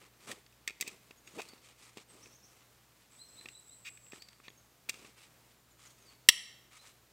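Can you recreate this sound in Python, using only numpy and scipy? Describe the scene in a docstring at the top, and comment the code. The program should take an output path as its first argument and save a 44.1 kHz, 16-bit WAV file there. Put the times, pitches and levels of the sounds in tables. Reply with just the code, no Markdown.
"""A plastic side-release buckle ticks, scrapes and at last snaps shut while webbing and pack cloth rustle.
Small birds whistle and trill far off in the woods, over faint hiss and mains hum; the image is all but mono.
Knocks, scrapes and the snap drive banks of damped modes; the strap zip is a train of rib bumps.
Rustle is filtered random grains, birds are gliding sines, and the trunks' soft tail is decaying noise."""
import sys
import numpy as np
from scipy import signal
from scipy.fft import rfft, irfft
from scipy.io import wavfile
from scipy.ndimage import uniform_filter1d

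SR = 44100
rng = np.random.default_rng(int(sys.argv[2]) if len(sys.argv) > 2 else 0)


def digitize_waveform(pressure):
    """Quantize a signal to 16-bit integers and store it at the path in sys.argv[1].

    Rows of a 2-D input are taken as channels; values are limited to [-1, 1].
    """
    field = np.atleast_2d(pressure).T
    bounded = np.clip(field, -1, 1)
    quanta = np.round(bounded * 32767).astype(np.int16)
    wavfile.write(sys.argv[1], SR, quanta)


N = 313992

# Buckle knocks. Each row: start in seconds, peak in dB, part that rings most in Hz, thud of the pack in dB,
# brightness in dB per octave.
KNOCK_EVENTS = [(0.3148, -31.5, 1750, -59, 0), (0.463, -51.5, 4600, -73, -4), (0.524, -57, 2630, -73, 2),
                (0.6761, -22, 1995, -48, 1), (0.8014, -41.5, 2130, -58, -0.5),
                (0.8098, -21.5, 2400, -46, 8.5), (0.8239, -28, 2100, -46.5, -1.5),
                (0.8765, -32.5, 2500, -47.5, 6), (1.1083, -43, 2670, -50, -3), (1.274, -43, 2620, -74, 2),
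                (1.4173, -35, 2490, -61, 4), (1.487, -43.5, 4700, -69, 8), (1.5342, -53, 4530, -49, 1),
                (1.9714, -40, 2960, -42, 2), (1.981, -44, 2500, -51, -2), (2.258, -46, 2520, -61, -4),
                (3.4113, -48, 4100, -68, -9), (3.4568, -35.5, 2600, -49, -5.5),
                (3.486, -37, 2760, -76, -1.5), (3.973, -47, 2500, -81, -3), (4.065, -52, 2800, -73, -3),
                (4.12, -40, 2430, -67, -1.5), (4.133, -43.5, 1790, -42.5, -5), (4.2206, -42, 4610, -62, 2),
                (4.2855, -45.5, 4800, -62, 1), (4.33, -53, 3000, -75, -2), (4.4004, -49, 2500, -58, -24),
                (4.4811, -37.5, 3830, -53.5, -9.5), (4.5022, -49.5, 3240, -57, -3),
                (4.8889, -33.5, 2430, -64, -3), (4.8934, -22, 2540, -53, 4.5), (4.9412, -42, 2540, -54, 1),
                (5.047, -47, 2600, -53, -7)]
# Edges that skid ring brighter and chatter longer.
CONTACT_MS, BRIGHT_CONTACT_MS_PER_DB = 2.45, 0.43
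# The dropped half bounces three times on the pack, each time weaker but with more thud.
BOUNCE_S, BOUNCE_GAP_S, BOUNCE_HZ, BOUNCE_BRIGHT_DB = 0.6867, 0.0094, 2500, -2.5
BOUNCE_DB, BOUNCE_LOSS_DB, BOUNCE_THUD_DB, BOUNCE_THUD_GAIN_DB = -33, 2.3, -66, 7.5
# Buckle halves dragged over each other. Each row: start in seconds, length in seconds, peak in dB.
SCRAPE_EVENTS = [(0.861, 0.035, -40), (1.38, 0.032, -36), (3.846, 0.049, -36.5), (4.43, 0.05, -50.5)]
# The latch snapping home. One row: start in seconds, peak in dB, thud in dB, contact decay in ms.
SNAP_EVENT = (6.2874, 0.5, -30, 4.5)
# Modes of the loose halves. Each row: frequency in Hz, relative level in dB.
LOOSE_MODES = [(1150, -16.5), (1830, -5), (2080, -3.5), (2480, -2), (2790, -4.5), (3300, -5), (3800, -2.5),
               (4600, -5), (5500, -5.5), (6300, -7), (7400, -5.5), (8200, -8.5), (9600, -16.5)]
# Modes of the joined halves, ringing as one body. 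Each row: frequency in Hz, relative level in dB.
JOINED_MODES = [(1300, -21), (1830, -6.5), (2120, -6), (2780, -4.5), (3360, -0.5), (3950, -6.5), (4590, -9),
                (5400, -5.5), (5880, -5.5), (7600, -9.5), (8310, -10.5), (9430, -7.5)]
# Modes of the stuffed pack. Each row: frequency in Hz, relative level in dB, t60 under a knock in seconds.
PACK_MODES = [(240.8, -0.5, 0.013), (403, 3, 0.014), (790, -0.5, 0.006)]
# Webbing ribs running over the buckle bar. Each row: time in seconds, ribs per second, level in dB.
ZIP_CURVE = [(1.334, 156, -61), (1.369, 270, -49), (1.39, 480, -42.5), (1.406, 850, -42), (1.413, 630, -59)]
# Strokes of the hands over the cloth. Each row: start in seconds, length in seconds,
# relative bright rustle in dB, relative dull rustle of the pack in dB.
RUSTLE_STROKES = [(0.0, 0.092, -63, -65.5), (0.188, 0.24, -59.5, -66), (0.27, 0.067, -44.5, -53.5),
                  (0.8, 0.18, -59.5, -62), (1.23, 0.4, -62, -67.5), (1.614, 0.13, -61, -67.5),
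                  (1.346, 0.1, -59, -62), (1.778, 0.13, -60.5, -70), (1.954, 0.083, -62, -61),
                  (2.071, 0.29, -63.5, -64.5), (2.492, 0.13, -71, -74.5), (3.099, 0.11, -66.5, -80),
                  (3.347, 0.2, -69, -70), (4.113, 0.093, -61.5, -68), (4.91, 0.22, -62, -63.5),
                  (5.159, 0.13, -63, -73), (5.488, 0.062, -68, -83), (5.782, 0.15, -58.5, -78),
                  (5.965, 0.22, -70.5, -74.5), (6.705, 0.1, -58.5, -76), (6.809, 0.12, -59, -76)]
# Spectrum of rubbed nylon. Each row: frequency in Hz, relative density in dB per Hz.
NYLON_SPECTRUM = [(350, -42.5), (600, -12.5), (1260, 0), (1570, -7), (2150, 0), (6030, -6.5), (8390, -5.5),
                  (16000, -26.5)]
# Bird call shapes. One row each: length in seconds, first pitch in Hz, last pitch in Hz,
# bend (under 1 glides early, over 1 late). The hook scoops up and holds, the seep is thin
# and almost level, the rise flicks upward.
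HOOK_SHAPE = (.075, 3150, 4200, .33)
SEEP_SHAPE = (0.037, 6250, 6700, .28)
RISE_SHAPE = (0.038, 5300, 7080, 1.9)
# Calls of each shape. Each row: start in seconds, pitch shift in semitones, relative level in dB.
HOOK_CALLS = [(1.459, 1.6, -58), (3.17, -0.055, -55), (3.351, -0.36, -51.5), (3.514, -0.78, -56.5),
              (3.675, -0.51, -60.5), (4.18, 1.9, -54.5), (6.76, -0.3, -59)]
SEEP_CALLS = [(1.165, 0.1, -61.5), (1.255, 0.1, -60), (4.475, 0.1, -65.5), (4.565, -0.47, -62.5),
              (6.75, -0.6, -68)]
RISE_CALLS = [(2.215, 0.1, -60), (2.314, 0.22, -59.5), (2.421, -0.2, -61)]
FORK_S, FORK_DB = 0.017, -3   # each upward flick is doubled just after
# Calls that slur down, late and fast. Each row: start in seconds, length in seconds, first pitch in Hz,
# last pitch in Hz, relative level in dB.
FALL_CALLS = [(2.078, 0.066, 8500, 7200, -63), (3.245, 0.057, 6200, 4670, -68),
              (5.57, .04, 7400, 6600, -75), (5.702, 0.027, 7500, 6500, -64.5),
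              (5.85, 0.037, 7240, 5150, -58), (6.0, 0.051, 6700, 5850, -66.5),
              (6.051, 0.059, 4780, 4200, -60)]
FALL_BEND = 1.8
# High trill: six evenly spaced notes that swell and fade; each lifts a little, the phrase sags.
TRILL_S, NOTE_GAP_S, NOTE_S = 3.101, 0.183, 0.155
TRILL_DB, TRILL_LOUDEST_S, TRILL_FADE_DB_PER_S = -57, 3.68, 5.5
TRILL_HZ, TRILL_SAG_HZ_PER_S, NOTE_LIFT_HZ = 7940, 200, 250
WARBLE_RATE_HZ, WARBLE_DEPTH_HZ = 125, 270
# Decay of the woods. Each row: frequency in Hz, t60 in seconds.
WOOD_T60 = [(1000, 0.62), (2600, 0.71), (7000, 0.62), (13000, 0.31)]
# Leaves and microphone hiss. Each row: frequency in Hz, relative density in dB per Hz.
AIR_SPECTRUM = [(15, -36), (25, -19.5), (120, -7.5), (161, -7), (427, -10), (1260, -14), (1610, -15),
                (2410, -17.5), (7920, -20.5), (10100, -23.5), (13600, -20.5), (16000, -24)]
AIR_DB = -66.5
# Mains hum. 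Each row: frequency in Hz, mean sine amplitude in dB.
HUM_TONES = [(60, -76.5), (120, -72.5)]
# Very faint noise, opposite in the two channels. Each row: frequency in Hz, relative density in dB per Hz.
SIDE_NOISE_SPECTRUM = [(60, -11), (300, 3.5), (1500, -8), (6000, -1.5), (11500, 3), (16000, -24)]
SIDE_ECHO_DB, SIDE_NOISE_DB = -14.5, -85
CUTOFF_HZ = 16500

PIECE_T = np.arange(4000) / SR   # time axis of one buckle event, s


def from_db(db):
    """Gain of a level in dB."""
    return 10 ** (np.asarray(db) / 20)


def rms_one(x):
    """Scale to rms 1."""
    return x / np.sqrt(np.mean(x ** 2) + 1e-20)


def at_hz(points, hz):
    """Read a (Hz, value) table on a log frequency axis."""
    points = np.array(points)
    return np.interp(np.log(np.maximum(hz, 1)), np.log(points[:, 0]), points[:, 1])


def add(track, s, piece):
    """Mix a piece into the track from second s."""
    i = round(s * SR)
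    track[i:i + len(piece)] += piece[:N - i]


def drift(rate_hz):
    """Slow random wander of spread 1: two-pole low-passed noise."""
    step = 40   # samples between drawn points
    pole = np.exp(-2 * np.pi * rate_hz * step / SR)
    noise = rng.standard_normal(N // step + 2002)
    slow = signal.lfilter([1], [1, -2 * pole, pole * pole], noise)[2000:]   # drop the filter's start
    return np.interp(np.arange(N) / step, np.arange(len(slow)), rms_one(slow - slow.mean()))


def colour(x, spectrum):
    """Give a noise a spectrum; rms 1."""
    bins_hz = np.arange(N // 2 + 1) * SR / N
    return rms_one(irfft(rfft(x) * from_db(at_hz(spectrum, bins_hz)), N))


def band_pass(x, low_hz, high_hz):
    """Second-order Butterworth band."""
    return signal.sosfilt(signal.butter(2, [low_hz, high_hz], "band", fs=SR, output="sos"), x)


def ring(force, hz, t60_s):
    """One damped mode: a unit click sets a sine of height about 1 ringing."""
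    pole, w = from_db(-60 / (t60_s * SR)), 2 * np.pi * hz / SR
    return signal.lfilter([0, np.sin(w)], [1, -2 * pole * np.cos(w), pole * pole], force)


def strike(force, modes, focus_hz, bright_db, focus_db=9.0):
    """The force shakes all modes, weighted near the part touched, and cracks in the air; height about 1."""
    out = from_db(-6.5 + 1.84 * bright_db) * rms_one(np.diff(force, prepend=0))   # crack
    for k, (hz, level_db) in enumerate(modes):
        near = np.exp(-0.5 * (np.log2(hz / focus_hz) / 0.12) ** 2)   # width in octaves
        gain = from_db(level_db + focus_db * near + bright_db * np.log2(hz / 2500))
        t60_s = 0.012 * (2500 / hz) ** 0.47   # plastic damps treble first
        out = out + (-1) ** k * gain * rms_one(ring(force, hz, t60_s))
    loudness = np.sqrt(np.abs(uniform_filter1d(out ** 2, size=88)))   # over 2 ms
    return out / (2 * loudness.max())


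def chatter(contact_ms, click):
    """Contact force: a first click, then noise that dies exponentially."""
    noise = rng.standard_normal(len(PIECE_T)) * np.exp(-1000 * PIECE_T / contact_ms)
    return noise + click * (PIECE_T == 0)


def pack_thud():
    """A single push sets the stuffed pack's modes ringing."""
    push = 1.0 * (PIECE_T == 0)
    return sum(from_db(level_db) * ring(push, hz, t60_s) for hz, level_db, t60_s in PACK_MODES)


def snap():
    """The latch shuts: chattering contact rings the joined halves and thuds into the pack."""
    out = np.zeros(N)
    s, peak_db, thud_db, contact_ms = SNAP_EVENT
    click = strike(chatter(contact_ms, 4), JOINED_MODES, 3360, 0, focus_db=-1)
    add(out, s, from_db(peak_db) * click + from_db(thud_db) * pack_thud())
    return out


def knocks():
    """A few ms of chattering contact ring the loose halves, with a push into the pack."""
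    out, thud = np.zeros(N), pack_thud()
    bounces = [(BOUNCE_S + k * BOUNCE_GAP_S, BOUNCE_DB - k * BOUNCE_LOSS_DB, BOUNCE_HZ,
                BOUNCE_THUD_DB + k * BOUNCE_THUD_GAIN_DB, BOUNCE_BRIGHT_DB) for k in range(3)]
    for s, peak_db, focus_hz, thud_db, bright_db in KNOCK_EVENTS + bounces:
        contact_ms = CONTACT_MS + BRIGHT_CONTACT_MS_PER_DB * max(bright_db, 0)
        click = strike(chatter(contact_ms, 1), LOOSE_MODES, focus_hz, bright_db)
        add(out, s, from_db(peak_db) * click + from_db(thud_db) * thud)
    return out


def scrapes():
    """A long rough contact: noise under an arch drives the loose halves' modes."""
    out = np.zeros(N)
    for s, length_s, peak_db in SCRAPE_EVENTS:
        arch = np.sin(np.pi * np.minimum(PIECE_T / length_s, 1)) ** 0.5
        drag = rng.standard_normal(len(PIECE_T)) * arch
        add(out, s, from_db(peak_db) * strike(drag, LOOSE_MODES, 2590, -1.1))
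    return out


def strap_zip():
    """Each rib is a rounded, uneven bump; the bump rate follows the strap's speed."""
    s, ribs_per_s, level_db = np.transpose(ZIP_CURVE)
    t = np.arange(s[0], s[-1], 1 / SR)
    rate_hz = np.interp(t, s, ribs_per_s) * (1 + 0.294 * drift(230)[:len(t)])
    phase = 2 * np.pi * np.cumsum(rate_hz) / SR
    size = from_db(np.interp(t, s, level_db) + 4.3 * drift(190)[:len(t)])
    out = np.zeros(N)
    add(out, s[0], size * (np.sin(phase) + 0.46 * np.sin(2 * phase)))
    return out


def grains(per_s, spread_db):
    """Random clicks of uneven size and either sign."""
    sizes = from_db(spread_db * np.minimum(rng.exponential(1, N), 4)) * rng.choice([-1, 1], N)
    return sizes * (rng.random(N) < per_s / SR)


def rustle():
    """Nylon fibres slip in dense uneven grains; the pack body rumbles under the fingers."""
    bright, dull = np.zeros((2, N))
    for s, length_s, bright_db, dull_db in RUSTLE_STROKES:
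        u = np.linspace(0, 1, round(length_s * SR))
        stroke = np.sin(np.pi * u ** 0.87).clip(0) ** 0.75
        add(bright, s, from_db(bright_db) * stroke)
        add(dull, s, from_db(dull_db) * stroke)
    idle = from_db(-74.5 + 3.0 * drift(3.6))   # sleeves never lie quite still
    slips = colour(grains(4000, spread_db=3.0), NYLON_SPECTRUM)
    patchy = 0
    for k, low_hz in enumerate(550 * 2 ** np.arange(5)):   # each octave flickers on its own
        fold = band_pass(slips, low_hz, 2 * low_hz)
        patchy = patchy + (-1) ** k * from_db(1.6 * drift(12)) * fold
    fibres = patchy * (bright + idle) * from_db(1.5 * drift(40) - 4.3)
    # under the fingers the modes die sooner
    rumble = sum(from_db(level_db) * ring(grains(900, spread_db=2.0), hz, 0.65 * t60_s)
                 for hz, level_db, t60_s in PACK_MODES)
    return fibres + rms_one(rumble) * dull * from_db(3.4 * drift(30))


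def whistle(length_s, first_hz, last_hz, bend):
    """A sine that glides; early gliders swell as they reach pitch."""
    u = np.linspace(0, 1, round(length_s * SR))
    glide = u ** bend if bend > 1 else 1 - (1 - u) ** (1 / bend)
    swell = np.sin(np.pi * u).clip(0) ** 0.7 * (glide ** 2 if bend < 1 else 1)
    pitch_hz = first_hz + (last_hz - first_hz) * glide
    return swell * np.sin(2 * np.pi * np.cumsum(pitch_hz) / SR)


def calls():
    """Short gliding whistles: hooks, seeps, doubled rises and falls."""
    out = np.zeros(N)
    forks = [(s + FORK_S, semitones, level_db + FORK_DB) for s, semitones, level_db in RISE_CALLS]
    groups = [(HOOK_SHAPE, HOOK_CALLS), (SEEP_SHAPE, SEEP_CALLS), (RISE_SHAPE, RISE_CALLS + forks)]
    for (length_s, first_hz, last_hz, bend), events in groups:
        for s, semitones, level_db in events:
            shift = 2 ** (semitones / 12)
            add(out, s, from_db(level_db) * whistle(length_s, shift * first_hz, shift * last_hz, bend))
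    for s, length_s, first_hz, last_hz, level_db in FALL_CALLS:
        add(out, s, from_db(level_db) * whistle(length_s, first_hz, last_hz, FALL_BEND))
    return out


def trill():
    """Sine notes whose pitch warbles fast and unevenly about its centre."""
    out = np.zeros(N)
    warble = np.sin(2 * np.pi * np.cumsum(WARBLE_RATE_HZ * (1 + 0.2 * drift(40.8))) / SR)
    u = np.linspace(0, 1, round(NOTE_S * SR))
    swell = np.sin(np.pi * u).clip(0) ** 0.3
    for s in TRILL_S + NOTE_GAP_S * np.arange(6):
        centre_hz = TRILL_HZ - TRILL_SAG_HZ_PER_S * (s - TRILL_S) + NOTE_LIFT_HZ * (u - 0.5)
        pitch_hz = centre_hz + WARBLE_DEPTH_HZ * warble[round(s * SR):][:len(u)]
        level_db = TRILL_DB - TRILL_FADE_DB_PER_S * abs(s - TRILL_LOUDEST_S)
        add(out, s, from_db(level_db) * swell * np.sin(2 * np.pi * np.cumsum(pitch_hz) / SR))
    return out


def birds():
    """The long path through leaves makes the level of calls and trill flutter."""
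    return (calls() + trill()) * from_db(4.0 * drift(90))


def trunks(x, first_s, swell_s):
    """Countless scattered echoes: noise that swells in, then dies band by band."""
    t, tail = np.arange(SR) / SR, 0
    edges_hz = 500 * 2 ** np.arange(0, 5.1, 0.5)
    for low_hz, high_hz in zip(edges_hz, edges_hz[1:]):
        band = band_pass(rng.standard_normal(SR), low_hz, high_hz)
        tail = tail + band * from_db(-60 * t / at_hz(WOOD_T60, np.sqrt(low_hz * high_hz)))
    tail = tail * (1 - np.exp(-np.maximum(t - first_s, 0) / swell_s))
    return signal.fftconvolve(x, tail / np.sqrt(np.sum(tail ** 2)))[:N]


def background():
    """Nearly steady coloured hiss and mains sines that waver in level and phase."""
    t, hum = np.arange(N) / SR, 0
    for hz, level_db in HUM_TONES:
        level = from_db(level_db + 1.9 * drift(5.4))
        hum = hum + level * np.sin(2 * np.pi * hz * t + 0.8 * drift(4))
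    return hum + from_db(AIR_DB + 0.9 * drift(3.1)) * colour(rng.standard_normal(N), AIR_SPECTRUM)


def scene():
    """Near hands are mostly dry, far birds part echo; near echoes and a little faint noise differ left to right."""
    near = snap() + knocks() + scrapes() + strap_zip() + rustle()
    # the near sounds lose their bass below about 170 Hz
    near = signal.sosfilt(signal.butter(2, 170, "high", fs=SR, output="sos"), near)
    far = birds()
    near_sent = from_db(-23.5) * near
    side_echo = from_db(SIDE_ECHO_DB) * trunks(near_sent, 0.02, 0.012)
    side_noise = from_db(SIDE_NOISE_DB) * colour(rng.standard_normal(N), SIDE_NOISE_SPECTRUM)
    side = side_echo + side_noise
    echo = trunks(near_sent + from_db(-8) * far, 0.0047, 0.0082)
    return near + from_db(-0.7) * far + echo + background() + np.array([side, -side])


def record(dry):
    """The snap overloads the input and is rounded off at full scale; the top is cut."""
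    clipped = dry / (1 + np.abs(dry) ** 4) ** 0.25
    return signal.sosfilt(signal.cheby2(14, 60, CUTOFF_HZ, fs=SR, output="sos"), clipped)


dry = scene()
out = record(dry)
digitize_waveform(out)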